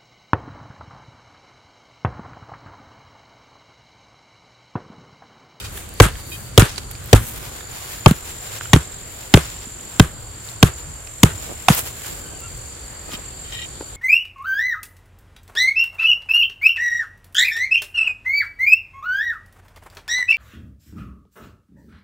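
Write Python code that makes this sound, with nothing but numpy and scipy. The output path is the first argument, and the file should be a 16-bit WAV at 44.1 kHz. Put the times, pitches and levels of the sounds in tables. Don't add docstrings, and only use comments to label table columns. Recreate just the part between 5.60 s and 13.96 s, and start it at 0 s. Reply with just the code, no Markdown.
import sys
import numpy as np
from scipy import signal
from scipy.io import wavfile

SR = 44100
rng = np.random.default_rng(int(sys.argv[2]) if len(sys.argv) > 2 else 0)


def volts(x):
    e = np.asarray(x, float) / 20
    return 10 ** e


def bounce(signal):
    frames = np.transpose(np.atleast_2d(signal))
    limited = np.clip(frames, -1, 1)
    pcm = np.round(limited * 32767).astype(np.int16)
    wavfile.write(sys.argv[1], SR, pcm)


N = 368676

# f/Hz, correlation
LIKENESS = [(60, 1), (180, 0.63), (550, 0.35), (1650, 0.27), (4970, 0.077), (15000, -0.27)]
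# f/Hz, density/dB per Hz
HUSH_COLOUR = [(200, -33), (300, -11.5), (500, -14), (900, -18.5), (1500, -17.5), (2500, -22.5),
               (4000, -23), (5200, -49), (6500, -25.5), (8500, -16), (11000, -29), (14000, -39),
               (16000, -40)]
# f/Hz, density/dB per Hz
RUMBLE_COLOUR = [(22, -1), (35, -10.5), (55, 3), (75, -2.5), (105, -0.5), (150, -10.5), (220, -13)]
RUMBLE_DB = -37.5, -41
# t/s, length/s, level/dB, start f/Hz
BIRD = [
    (6.6, 0.19, -47, 1580),
    (6.793, 0.12, -47, 1400),
    (7.425, 0.18, -47.5, 1300),
]
# f/Hz, width/Hz, level/dB
NEAR_WINGS = [
    [(7140, 80, 0), (6850, 120, -16), (7120, 330, -6)],
    [(7535, 45, 0), (7800, 100, -24), (7550, 260, -6)],
]
# f/Hz, width/Hz, level/dB
FAR_WING = [(4560, 110, 0)]
FAINT_WING = [(8400, 230, 0)]
# soft level/dB, full level/dB, swell start t/s, swell end t/s (an end before
NEAR_SONGS = [
    (-51, -44.5, 2.18, 1.88),
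    (-57, -46.5, 2.5, 2.7),
]
# t/s, length/s, level/dB
FAR_PHRASES = [(0.0, 0.058, -34), (0.35, 1, -35.5), (1.95, 0.51, -37), (3.25, 1.05, -41),
               (4.55, 0.83, -38.5), (6.45, 1.84, -36.5)]
# peak t/s, swell/s, level/dB, fine against coarse/dB
STIRS = [(0.0, 0.036, -37, -3), (0.054, 0.045, -37.5, -11), (0.175, 0.063, -39, 1.5), (0.5, 0.28, -42, -9),
         (0.74, 0.15, -57, 15), (1.09, 0.15, -35, -17), (1.183, 0.0085, -29, -32),
         (1.314, 0.0052, -30.5, 1), (1.5, 0.15, -47, -7), (1.68, 0.13, -41, 6), (1.86, 0.24, -37.5, -4.5),
         (2.15, 0.21, -43, -5), (2.35, 0.18, -36.5, -2.5), (2.706, 0.24, -41, -5.5), (2.97, .15, -34.5, -6),
         (3.22, 0.094, -40, -13), (3.42, 0.18, -47.5, -4), (3.61, 0.069, -44, -6), (3.83, 0.16, -37, -11),
         (4.03, 0.13, -43.5, -12), (4.35, 0.15, -43, -5), (4.895, 0.075, -43, -5), (5.17, 0.13, -47, -8),
         (5.85, 0.32, -41.5, -6), (6.131, 0.049, -26, -6), (6.19, 0.078, -30.5, 3),
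         (6.27, 0.035, -34.5, -4), (6.48, 0.18, -34.5, -2), (7.54, 0.06, -36, -6.5), (7.95, 0.16, -42, -10)]
# t/s, length/s, level/dB
SHIFTING = [(1.62, 0.56, -53.5), (5.75, .14, -50), (5.905, 0.013, -37), (6.2, 0.11, -49.5),
            (6.47, 0.056, -47.5), (6.6, 0.23, -53), (7.48, 0.11, -45.5)]
# t/s, peak level/dB, f/Hz, left against right/dB
SNAPS = [(0.291, -28, 8180, -16), (0.339, -28, 10800, -9), (0.7013, -27, 12700, 6), (1.3123, -30, 9000, -9),
         (1.4416, -28.5, 8400, -11), (1.4591, -25, 11700, -8), (1.475, -29, 12400, -12),
         (1.7559, -34, 10800, -11), (2.5104, -13, 9700, -7), (6.1485, -8, 11500, -0.5),
         (6.1924, -11, 10900, -1.0), (6.804, -25, 8300, -10), (6.9765, -29, 8230, 3)]
# t/s, peak level/dB, f/Hz, left against right/dB
TAPS = [(0.176, -23, 1700, -1.5), (0.555, -27, 1530, 2), (1.16, -23, 4550, -6), (1.18, -16.5, 4340, -14),
        (1.352, -27.5, 2420, -9), (2.008, -28, 1720, -6), (3.01, -13.5, 1550, -4),
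        (3.056, -26.5, 1450, -14), (4.197, -33, 2870, 0.0), (4.888, -25, 4200, 4),
        (5.473, -26.5, 2570, -11), (6.446, -25, 1500, -6), (7.518, -24, 3170, -6), (7.54, -22, 2540, -5),
        (7.656, -36, 2960, -1.0), (7.924, -22, 3140, -6), (8.21, -24.5, 870, 3), (5.893, -33, 900, 0)]
# t/s, length/s, level/dB
SCRAPES = [
    (7.535, 0.02, -34.5),
    (7.85, .06, -46.5),
    (7.924, .13, -33.5),
]
# t/s, length/s, level/dB
ROCKS = [
    (0.0, .015, -37),
    (0.045, 0.022, -41.5),
    (0.72, 0.041, -37.5),
]
# f/Hz, width/Hz, level/dB
HELD_BOWL = [(1910, 30, -2), (2430, 33, -4), (2840, 32, -1), (3120, 60, 0), (3760, 110, -7),
             (4130, 80, -14), (5390, 50, -15)]
RESTING_BOWL = [(2480, 24, 3), (3170, 43, -2), (3800, 37, -2), (4940, 50, -10), (1880, 80, -16)]
# f/Hz, width/Hz, level/dB
TREE_ECHO = [(1130, 330, 3.5), (1540, 450, 0.5), (1960, 520, -4)]
# t/s, thud level/dB, thud f/Hz, tick level/dB
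THUDS = [(0.457, -13, 162, -17), (1.02, -11, 327, 1), (1.022, -3.5, 145, -14), (2.5113, -3, 190, -6),
         (3.162, -5, 265, -4.5), (3.162, -5, 154, -28), (3.7736, -4.5, 448, -3), (4.069, -32, 240, -47),
         (5.914, -40, 400, -32), (6.102, -1, 172, -8), (7.538, -27, 214, -27), (8.208, -21.5, 404, -50),
         (8.225, -28, 490, -38)]
# t/s, crack level/dB, soil wave level/dB, knock level/dB, leaf shower level/dB
BLOWS = [
    (0.4005, 32.5, 13, 20.5, -12.5),
    (0.977, 23.5, 14.5, 14.5, -10.5),
    (1.5297, 18.5, 17, 13, -18.5),
    (2.4600, 16, 18.5, 1.5, -20),
    (3.1321, 9.5, 9, -2, -21),
    (3.7394, 18, 10, 10, -17.5),
    (4.3970, 15.5, 8, 11, -23.5),
    (5.0275, 17, 9, 7.5, -22),
    (5.632, 19, 8.5, 9, -18.5),
    (6.084, 14, -16, -15, -13.5),
]
# crack decay/s, brightness/dB per octave
CONTACTS = [(0.0015, 0), (0.0025, 1.5), (0.0035, -0.5), (0.002, -4.5), (0.0059, -0.5), (0.003, -2.5),
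            (0.0021, -1), (0.0019, 1.5), (0.002, 2.5), (0.0025, -2)]
# soil wave f/Hz, knock f/Hz, after-ring level/dB, shower peak after blow/s
TARGETS = [
    (107.4, 473, -5.5, 0.018),
    (134, 400, -7.5, 0.017),
    (125.8, 266, -3.5, 0.017),
    (128.7, 245, -8, 0.018),
    (140, 1030, -19, 0.01),
]
NEXT_TARGET_S = [1.9, 2.8, 4.1, 5.9]
# f/Hz, width/Hz, level/dB
STAKE = [(729, 142, 4), (1137, 300, 1.5), (1573, 110, -2), (1930, 480, -4.5), (3074, 600, 0),
         (3750, 370, -4), (5720, 2200, -11), (8300, 3300, -12), (11500, 3600, -18)]
WAVE_SHAPE = (1.241, 0.44), (1.334, 0.42)
# f/Hz, level/dB, t60/s, delay/s, first swing up + or down -
SOIL = [
    [(53.3, 1, 0.14, 0.0258, 1), (109.4, -1.5, 0.13, .0245, -1)],
    [(68.5, -5.5, 0.16, 0.021, -1), (154.5, -2, 0.088, .0262, -1)],
]
# f/Hz, width/Hz, level/dB
SHOWER = [
    [(360, 130, 8), (1060, 820, 6.5), (1550, 600, 9.5), (3120, 1300, 0)],
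    [(5600, 2900, 7), (7300, 3300, 9.5), (11900, 4400, 2)],
]

MOVED_AT_S = 1.9
HUSH_DB = -40.5
SHAKEN_DB, SHAKEN_S = 11.5, 0.081
BIRD_SAG_HZ_PER_S, BIRD_OCTAVE_DB = 494, -3
PHRASE_EDGE_S, SONG_WANDER_DB, PURE_SHARE = 0.13, 2.5, 0.45
STIR_RANGE_DB, SETTLE_RATIO = 17, 0.94
LITTER_DB, LITTER_FINE_DB, LITTER_WANDER_DB = -58, -57, 3
SHIFT_EDGE_S, SCRAPE_EDGE_S = 0.049, 0.0082
SCATTER_DB, SCATTER_AFTER_S, SCATTER_SPREAD_S = -11.5, 0.032, 0.019
LOW_CRACK_HZ = 900
LEFT_LATE_S = 0.00018
SINK_HZ_PER_S = 1.9
FINE_SHOWER_DB = -6
CUTOFF_HZ = 15850


def at_hz(points, hz):
    known_hz, value = np.transpose(points)
    return np.interp(np.log(hz), np.log(known_hz), value)


def rms_one(x):
    return x / np.sqrt(np.mean(x ** 2) + 1e-20)


def drift(rate):
    knots = int(N / SR * rate) + 2
    return np.interp(np.linspace(0, knots - 1, N), np.arange(knots), rng.standard_normal(knots))


def band(x, low_hz, high_hz):
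    edges = [low_hz, min(high_hz, 0.45 * SR)]
    return signal.sosfilt(signal.butter(2, edges, "band", fs=SR, output="sos"), x)


def resonate(x, modes):
    out = 0
    for k, (hz, width, db) in enumerate(modes):
        r = np.exp(-np.pi * width / SR)
        feed = [(1 - r * r) / 2, 0, (r * r - 1) / 2]
        ring = [1, -2 * r * np.cos(2 * np.pi * hz / SR), r * r]
        out = out + (-1) ** k * volts(db) * signal.lfilter(feed, ring, x + 1e-18)
    return out


def add(out, s, piece):
    i = round(s * SR)
    out[..., i:i + piece.shape[-1]] += piece[..., :N - i]


def banded_noise(spectrum, patchy_db):
    mid_side = np.zeros((2, N))
    octaves = np.log2(spectrum[-1][0] / spectrum[0][0])
    edges = spectrum[0][0] * 2 ** np.arange(0, octaves + 0.5, 0.5)
    white = rng.standard_normal((2, 2, N))
    for k, (low, high) in enumerate(zip(edges, edges[1:])):
        centre = np.sqrt(low * high)
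        alike = np.clip(at_hz(LIKENESS, centre), -1, 1)
        gain = volts(at_hz(spectrum, centre) + patchy_db * drift(10))
        mid_side += gain * band(white[k % 2] * np.sqrt([[1 + alike], [1 - alike]]), low, high)
    mid, side = mid_side
    return rms_one(np.array([mid + side, mid - side]))


def grains(per_s, spread_db):
    sizes = volts(spread_db * np.minimum(rng.exponential(1, N), 4))
    sizes = sizes * (rng.random(N) < per_s / SR)
    return rms_one(sizes * rng.standard_normal((2, N)))


def while_moving(rows, edge_s):
    t = np.arange(N) / SR
    levels = []
    for s, length, db in rows:
        outside_s = np.maximum(s - t, t - s - length)
        levels.append(db - 20 * np.clip(outside_s / edge_s, 0, 5))
    return volts(np.max(levels, axis=0))


def hush():
    return volts(HUSH_DB) * banded_noise(HUSH_COLOUR, patchy_db=1.5)


def rumble():
    t = np.arange(N) / SR
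    shaken = sum((t > blow[0]) * np.exp(-np.abs(t - blow[0]) / SHAKEN_S) for blow in BLOWS)
    level_db = np.where(t < MOVED_AT_S, *RUMBLE_DB) + SHAKEN_DB * shaken
    return volts(level_db + 1.5) * banded_noise(RUMBLE_COLOUR, patchy_db=3.0)


def bird():
    out = np.zeros(N)
    for s, length, db, hz in BIRD:
        t = np.arange(round(length * SR)) / SR
        waver_hz = 40 * drift(45)[round(s * SR):][:len(t)]
        turn = 2 * np.pi * np.cumsum(hz - BIRD_SAG_HZ_PER_S * t + waver_hz) / SR
        voice = np.sin(turn) + volts(BIRD_OCTAVE_DB) * np.sin(2 * turn)
        add(out, s, volts(db) * np.sin(np.pi * t / length) * voice)
    return out * volts(3.5 * drift(40))


def throbbing(per_s, depth):
    turn = np.cumsum(per_s * (1 + 0.01 * drift(2))) / SR
    return 1 - depth * (1 - np.cos(np.pi * turn) ** 4)


def stridulate(wings, throb, pure):
    wing_hz = wings[0][0]
    teeth = rng.standard_normal((3, N))
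    song = resonate(0.34 * teeth[0] + teeth[1:], wings)
    scraped = rms_one(band(song, wing_hz - 330, wing_hz + 300))
    turn = 2 * np.pi * np.cumsum(wing_hz + 45 * drift(40)) / SR
    tone = np.sin(turn + np.array([[0], [1.2]]))
    return rms_one(throb * (scraped + pure * np.sqrt(2) * tone))


def crickets():
    near, far = throbbing(45.1, depth=0.56), throbbing(69, depth=0.45)
    out = np.zeros((2, N))
    for (soft_db, full_db, start, end), wings, lift_db in zip(NEAR_SONGS, NEAR_WINGS, (3.0, 3.5)):
        level_db = np.interp(np.arange(N) / SR, [start, end], [soft_db, full_db])
        level_db = level_db + SONG_WANDER_DB * drift(3)
        out += volts(level_db + lift_db) * stridulate(wings, near, PURE_SHARE)
    phrases = while_moving(FAR_PHRASES, PHRASE_EDGE_S) * volts(-14.5)
    out += phrases * stridulate(FAR_WING, far, PURE_SHARE)
    return out + volts(-57.5) * stridulate(FAINT_WING, far, 0)


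def leaves():
    t, wander = np.arange(N) / SR, volts(LITTER_WANDER_DB * drift(4.7))
    coarse_gain, fine_gain = volts(LITTER_DB) * wander, volts(LITTER_FINE_DB) * wander
    for s, swell_s, db, fine_db in STIRS:
        first = max(round((s - 3 * swell_s) * SR), 0)
        away = (t[first:round((s + 5 * swell_s) * SR)] - s) / swell_s
        gain = volts(db - STIR_RANGE_DB * np.maximum(-away, away / SETTLE_RATIO))
        add(coarse_gain, first / SR, gain)
        add(fine_gain, first / SR, gain * volts(fine_db))
    crackle = grains(9000, spread_db=2.2) * volts(2.5 * drift(30))
    coarse = rms_one(band(crackle, 347, 7870))
    fine = rms_one(band(crackle, 5500, 15000))
    return volts(3.5) * coarse_gain * coarse + volts(4.0) * fine_gain * fine


def shifting():
    scuff = rms_one(band(grains(1500, spread_db=6.5), 166, 700))
    return while_moving(SHIFTING, SHIFT_EDGE_S) * volts(5.0) * scuff


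def snaps():
    out, t = np.zeros((2, N)), np.arange(SR // 30) / SR
    for s, db, hz, pan_db in SNAPS + TAPS:
        burst = rng.standard_normal(len(t)) * np.exp(-t / 0.001)
        ring = resonate(burst, [(hz, 60 + hz / 14, 0), (min(2.1 * hz, 15000), hz / 8, -5)])
        snap = 0.3 * band(burst, hz / 3, hz * 3) + 5 * ring
        pan = volts([[pan_db / 2], [-pan_db / 2]])
        add(out, s, volts(db) * snap / np.abs(snap).max() * pan)
    return out


def bowl():
    slips = grains(2500, spread_db=2.5)
    held = while_moving(SCRAPES, SCRAPE_EDGE_S) * rms_one(resonate(slips, HELD_BOWL))
    resting = while_moving(ROCKS, SCRAPE_EDGE_S) * rms_one(resonate(slips, RESTING_BOWL))
    return volts(2.0) * (held + resting)


def scatter():
    t, gain = np.arange(SR // 5) / SR, np.zeros(N)
    landing = np.exp(-0.5 * ((t - SCATTER_AFTER_S) / SCATTER_SPREAD_S) ** 2) * np.minimum(t / 0.013, 1)
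    for s, *_, shower_db in BLOWS[:-1]:
        add(gain, s, volts(shower_db + SCATTER_DB) * landing)
    return gain * rms_one(resonate(grains(3000, spread_db=2.0), TREE_ECHO))


def soil_wave(t, hz, arrival, spread, glide):
    cycles = t * hz - arrival
    packet = np.exp(-0.5 * (cycles / spread) ** 2)
    return packet * np.cos(2 * np.pi * (cycles - glide * cycles ** 2)) * (t > 0)


def thuds():
    out, t = np.zeros((2, N)), np.arange(SR // 10) / SR
    for s, thud_db, hz, tick_db in THUDS:
        tick = band(rng.standard_normal((2, len(t))), 520, 3400) * np.exp(-t / 0.0019)
        thud = soil_wave(t, hz, arrival=0.9, spread=0.78, glide=0.13)
        add(out, s, volts(thud_db) * thud + volts(tick_db) * tick)
    return out


def crack(decay_s, tilt_db):
    t = np.arange(SR // 20) / SR
    chatter = rng.standard_normal((3, len(t))) * np.exp(-t / decay_s)
    modes = [(hz, width, db + tilt_db * np.log2(hz / 1500)) for hz, width, db in STAKE]
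    apart = signal.sosfilt(signal.butter(2, LOW_CRACK_HZ, "high", fs=SR, output="sos"), chatter[1:])
    sound = resonate(chatter[0] + apart, modes)
    return sound / np.abs(sound).max()


def blows():
    out, coarse, fine = np.zeros((2, N)), np.zeros(N), np.zeros(N)
    t = np.arange(SR // 2) / SR
    ears = t - np.array([[LEFT_LATE_S], [0]])
    times = np.array([blow[0] for blow in BLOWS])
    struck = np.searchsorted(NEXT_TARGET_S, times)
    for (s, crack_db, wave_db, knock_db, shower_db), contact, k in zip(BLOWS, CONTACTS, struck):
        wave_hz, knock_hz, ring_db, peak_s = TARGETS[k]
        wave_hz = wave_hz + SINK_HZ_PER_S * (s - np.mean(times[struck == k]))
        place = int(s > MOVED_AT_S)
        knock = np.sin(2 * np.pi * knock_hz * t) * np.exp(-(t / 0.0061) ** 2)
        wave = soil_wave(ears, wave_hz, *WAVE_SHAPE[place], glide=0.2)
        add(out, s, volts(crack_db) * crack(*contact))
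        add(out, s, volts(knock_db) * knock + volts(wave_db) * wave)
        for hz, db, t60, delay, swing in SOIL[place]:
            decay = volts(ring_db + db - 60 * t / t60)
            add(out, s + delay, np.sign(swing) * decay * np.sin(2 * np.pi * hz * ears))
        swell = (t / peak_s) * np.exp(1 - t / peak_s)
        add(coarse, s, volts(shower_db) * swell * np.sqrt(t / 0.058))
        add(fine, s, volts(shower_db + FINE_SHOWER_DB) * swell)
    shaken = grains(12000, spread_db=2.0) * volts(2 * drift(45))
    shaken = shaken + 0.15 * shaken[::-1]
    coarse_litter, fine_litter = (rms_one(resonate(shaken, modes)) for modes in SHOWER)
    return out + coarse * coarse_litter + fine * fine_litter


def scene():
    background = hush() + rumble() + bird() + crickets()
    hands = leaves() + shifting() + snaps() + bowl()
    return background + hands + scatter() + thuds() + blows()


def low_pass(x):
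    return signal.sosfilt(signal.butter(12, 17010, fs=SR, output="sos"), x)


def record(dry):
    cut = signal.sosfilt(signal.ellip(10, 0.5, 70, CUTOFF_HZ, fs=SR, output="sos"), dry)
    cut = signal.sosfilt(signal.butter(1, 18, "high", fs=SR, output="sos"), cut)
    return low_pass(np.clip(cut, -0.99, 0.99))


dry = scene()
out = record(dry)
bounce(out)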